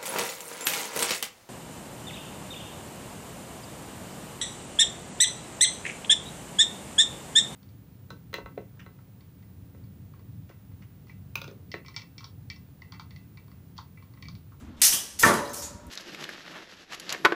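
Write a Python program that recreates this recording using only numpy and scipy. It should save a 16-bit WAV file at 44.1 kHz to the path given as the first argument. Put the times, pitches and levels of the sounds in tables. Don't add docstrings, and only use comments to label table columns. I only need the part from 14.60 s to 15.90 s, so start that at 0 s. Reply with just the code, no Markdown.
import sys
import numpy as np
from scipy import signal
from scipy.fft import rfft, irfft
from scipy.io import wavfile
from scipy.ndimage import uniform_filter1d

SR = 44100
rng = np.random.default_rng(int(sys.argv[2]) if len(sys.argv) > 2 else 0)


def master_out(mix):
    frames = np.transpose(np.atleast_2d(mix))
    ceiling = np.clip(frames, -1, 1)
    pcm = np.round(ceiling * 32767).astype(np.int16)
    wavfile.write(sys.argv[1], SR, pcm)


def invert_db(x):
    u = np.asarray(x, float) / 20
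    return 10 ** u


N = 57330
LEAD_S = 0.2


def rms_one(x):
    return x / np.sqrt(np.mean(x ** 2) + 1e-20)


def slow_noise(shape):
    once = uniform_filter1d(rng.standard_normal(shape), size=900)
    return rms_one(uniform_filter1d(once, size=900))


def at_hz(points, hz):
    table_hz, values = np.transpose(points)
    return np.interp(np.log(hz), np.log(table_hz), values)


def coloured(spectrum):
    hz = np.maximum(np.arange(N // 2 + 1) * SR / N, 10)
    below = 30 * np.minimum(np.log2(hz / spectrum[0][0]), 0)
    above = -18 * np.maximum(np.log2(hz / spectrum[-1][0]), 0)
    gain = invert_db(at_hz(spectrum, hz) + below + above)
    return rms_one(irfft(rfft(rng.standard_normal(N)) * gain, N))


def causal(shape_db, size=4096):
    hz = np.maximum(np.arange(size // 2 + 1) * SR / size, 10)
    cepstrum = irfft(np.log(invert_db(shape_db(hz))))
    cepstrum[1:size // 2] *= 2
    cepstrum[size // 2 + 1:] = 0
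    click = irfft(np.exp(rfft(cepstrum)))[:size // 2]
    return click / np.sqrt(np.sum(click ** 2))


def place(parts):
    line = np.zeros(N + SR)
    for s, sound in parts:
        i = int((s + LEAD_S) * SR)
        line[i:i + len(sound)] += sound
    return line


def room(x, wet_db):
    # (frequency [Hz], time [s])
    decay_times = [(80, 0.23), (250, 0.44), (600, 0.61), (1200, 0.43), (2500, 0.31), (5500, 0.3),
                   (10000, 0.27), (15000, .22)]
    build_up_s = 0.0029
    late_db, late_stretch, late_tilt_db = -16, 3.09, -5
    t = np.arange(SR) / SR
    edges = 40 * 2 ** np.arange(0, 9, 0.5)
    white = rng.standard_normal((2, SR))
    tail = 0
    for k, (low, high) in enumerate(zip(edges, edges[1:].tolist() + [20000])):
        band_filter = signal.butter(2, [low, high], "band", fs=SR, output="sos")
        band = signal.sosfilt(band_filter, white[k % 2])
        fall_db = -60 * t / at_hz(decay_times, low * 2 ** 0.25)
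        tilt_db = late_tilt_db * max(np.log2(low / 5000), 0)
        late = invert_db(late_db + tilt_db + fall_db / late_stretch)
        tail = tail + band * (invert_db(fall_db) + late)
    build_up = 1 - np.exp(-t / build_up_s)
    tail = tail * build_up * invert_db(wet_db) / np.sqrt(SR / 20)
    echoes = signal.fftconvolve(x, tail)[:len(x)]
    start = int(LEAD_S * SR)
    return (x + echoes)[start:start + N]


def hum():
    # (frequency [Hz], level [dB per Hz])
    rumble = [(30, -32), (55, -4), (72, 2), (110, -7), (160, -9), (240, -4), (330, -12.5), (450, -30)]
    # (time [s], level [dB])
    rumble_level = [(0, -45.5), (0.088, -45.5), (.18, -47.5), (0.299, -54.5), (0.551, -54), (.85, -49),
                    (1.061, -46.5), (1.13, -48.5), (1.3, -46.5)]
    # (frequency [Hz], level [dB per Hz])
    air_colour = [(250, -4), (500, 2.5), (1300, 1.5), (2500, -6.5), (4000, -9), (6000, -19), (10000, -30),
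                  (16000, -18)]
    flicker_db, air_db = 2.6, -61
    air_follows = 0.89
    waver = slow_noise(N)
    level_db = np.interp(np.arange(N) / SR, *np.transpose(rumble_level))
    swing_db = level_db - level_db.mean()
    air = invert_db(air_db + air_follows * swing_db) * coloured(air_colour)
    return invert_db(level_db + flicker_db * waver) * coloured(rumble) + air


def contact_runs(rows, resonance_db, width, wet_db):
    # (frequency [Hz], level [dB per Hz])
    plastic = [(150, -53), (600, -26.5), (1500, -17), (3000, -10), (4200, -8.5), (5700, -5.5),
               (11000, -5.5), (15200, -11.5)]
    contacts_per_s, spread_db, run_fall_db = 9000, 2.5, 3.5
    swell_share = 0.12
    draws = rng.random((len(rows), 3, 3000))
    parts = []
    for (s, db, length, hz, tilt), (hit, size, sign) in zip(rows, draws):
        t = np.arange(len(hit)) / SR
        contact = (hit < contacts_per_s / SR) | (t == 0)
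        strength = invert_db(-spread_db * np.log(size + 0.059))
        run = contact * np.sign(sign - 0.5) * strength * invert_db(-run_fall_db * t / length)
        ending = np.clip((length - t) * SR, 0, 1)
        rise = np.clip(0.56 + t / (swell_share * length), 0, 1)
        run = run * ending * rise
        run = run * np.sqrt(length * SR / np.sum(run ** 2))

        def colour_db(f):
            bump = resonance_db / (1 + (np.log(f / hz) / width) ** 2)
            return at_hz(plastic, f) + tilt * np.log2(f / hz) + bump

        body = causal(colour_db)[:1024]
        parts.append((s, invert_db(db) * np.convolve(run, body)))
    return sum(room(place(parts[k::3]), wet_db) for k in range(min(3, len(rows))))


def hanger_clacks():
    # (time [s], level [dB], length of the run [s], hanger resonance [Hz], tilt [dB per octave])
    blows = [(-.09, -48, 0.019, 6950, 3), (.166, -53.5, 0.028, 3500, -9.5), (0.196, -58.5, 0.013, 5960, 5),
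             (0.2166, -12.5, 0.0079, 8800, -0.97), (.229, -22, 0.045, 11060, 0.9),
             (.292, -36.5, 0.0013, 6600, -8.5), (.310, -30, 0.021, 5760, 2),
             (.327, -37.5, 0.0092, 5360, -6), (.332, -23.5, .012, 9100, 4),
             (0.5892, -34.5, 0.0099, 7060, -3.8), (.595, -24, 0.013, 11400, 2.9),
             (0.613, -37, 0.03, 8740, -8.5), (.627, -24.5, 0.0057, 8950, -3.2),
             (.645, -30, 0.044, 10000, -3.6), (.738, -31, .006, 11200, -5), (.762, -38, 0.0084, 5740, -7.5),
             (0.9313, -38.5, .016, 8100, 2.5), (.943, -34.5, 0.0034, 10000, -0.5),
             (1.022, -45.5, .02, 4220, -3.5)]
    return contact_runs(blows, resonance_db=6, width=0.1, wet_db=6)


def light_touches():
    # (time [s], level [dB], length of the run [s], hanger resonance [Hz], tilt [dB per octave])
    touches = [
        (.203, -51, 0.015, 2650, -7.5),
        (.3245, -27, 0.01, 3060, -1.5),
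        (0.85, -47, 0.013, 3930, -0.5),
        (.877, -45, 0.0018, 5170, 1),
        (.893, -47.5, 0.011, 6300, 2),
        (.965, -41.5, 0.043, 5500, 5),
        (1.0185, -41, 0.029, 6850, -1.3),
        (.232, -20, 0.026, 5820, 0.1),
        (.6235, -37, 0.00078, 5200, -5),
        (.6268, -23.5, .003, 6000, 2.3),
    ]
    return contact_runs(touches, resonance_db=15.5, width=0.17, wet_db=6)


def shelf_knocks():
    # (time [s], level [dB], contact cut-off [Hz])
    blows = [(.6340, -2.5, 6250), (0.6361, -2, 3500), (.643, -11.5, 1670), (.652, -7.5, 1430),
             (.664, -1, 1110), (0.6777, -10, 1200), (.70, -10, 696), (0.719, -11.5, 900),
             (0.325, -28.5, 1200), (.340, -28.5, 384), (0.2176, -29, 2000), (.244, -32, 1600)]
    # (frequency [Hz], level [dB per Hz])
    wood = [(50, -23), (110, -4.5), (450, -8.5), (770, -10.5), (1000, -1.5), (2000, -2.5), (2700, -11),
            (5000, -15.5)]
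    # (frequency [Hz], level [dB], time to fall by 60 dB [s])
    modes = [(118, -8, .12), (229.7, 0.5, .35), (364.7, 0.5, 0.13), (449.6, -7.5, 0.65), (570, -19.5, 1.14),
             (594.4, -20.5, 1.34), (703.5, -10, 0.37), (900, -6.5, 0.31), (949, -22.5, 1.58),
             (1151, -1, 0.35), (1312.5, 6, 0.071), (1528, -10.5, .5), (1781, 5, 0.092), (2097, 9.5, 0.14)]
    shelf_db, wobble_db, chance_spread_db = -17.5, 4, 2.83
    swell_cycles, low_cut_hz = 8, 27
    t = np.arange(int(0.7 * SR)) / SR
    chances = rng.normal(0, chance_spread_db, (len(blows), len(modes)))
    wobble = invert_db(wobble_db * slow_noise((len(modes), len(t))))
    pulses, rings = [], []
    for (s, db, hz), own in zip(blows, chances):

        def soft(f):
            return -20 * np.log10(1 + (f / hz) ** 2)

        pulse = causal(lambda f: at_hz(wood, f) + soft(f))
        pulses.append((s, -invert_db(db) * pulse / np.abs(pulse).max()))
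        for (f, mode_db, t60), chance_db, waver in zip(modes, own, wobble):
            swell = 1 - np.exp(-t * f / swell_cycles)
            envelope = swell * invert_db(-60 * t / t60) * waver
            level = invert_db(db + shelf_db + mode_db + chance_db + soft(f))
            rings.append((s, level * envelope * np.sin(2 * np.pi * f * t)))
    both = room(place(pulses), wet_db=2.5) + room(place(rings), wet_db=-12.5)
    return signal.sosfilt(signal.butter(2, low_cut_hz, "high", fs=SR, output="sos"), both)


def close_tick():
    tick = (1.2666, -52, 0.004, 10000, 4.1)
    return contact_runs([tick], resonance_db=6, width=0.25, wet_db=-1.5)


def scene():
    hangers = hanger_clacks() + light_touches()
    mix = hum() + hangers + shelf_knocks() + close_tick()
    return mix[None]


def band_limit(x):
    return signal.sosfilt(signal.butter(12, 16340, fs=SR, output="sos"), x)


def record(dry):
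    top = 1.1
    cutoff_hz = 15250
    rounded = top * np.tanh(dry / top)
    treble_cut = signal.ellip(10, 0.5, 55, cutoff_hz, fs=SR, output="sos")
    mix = signal.sosfilt(treble_cut, rounded)
    return band_limit(mix)


dry = scene()
out = record(dry)
master_out(out)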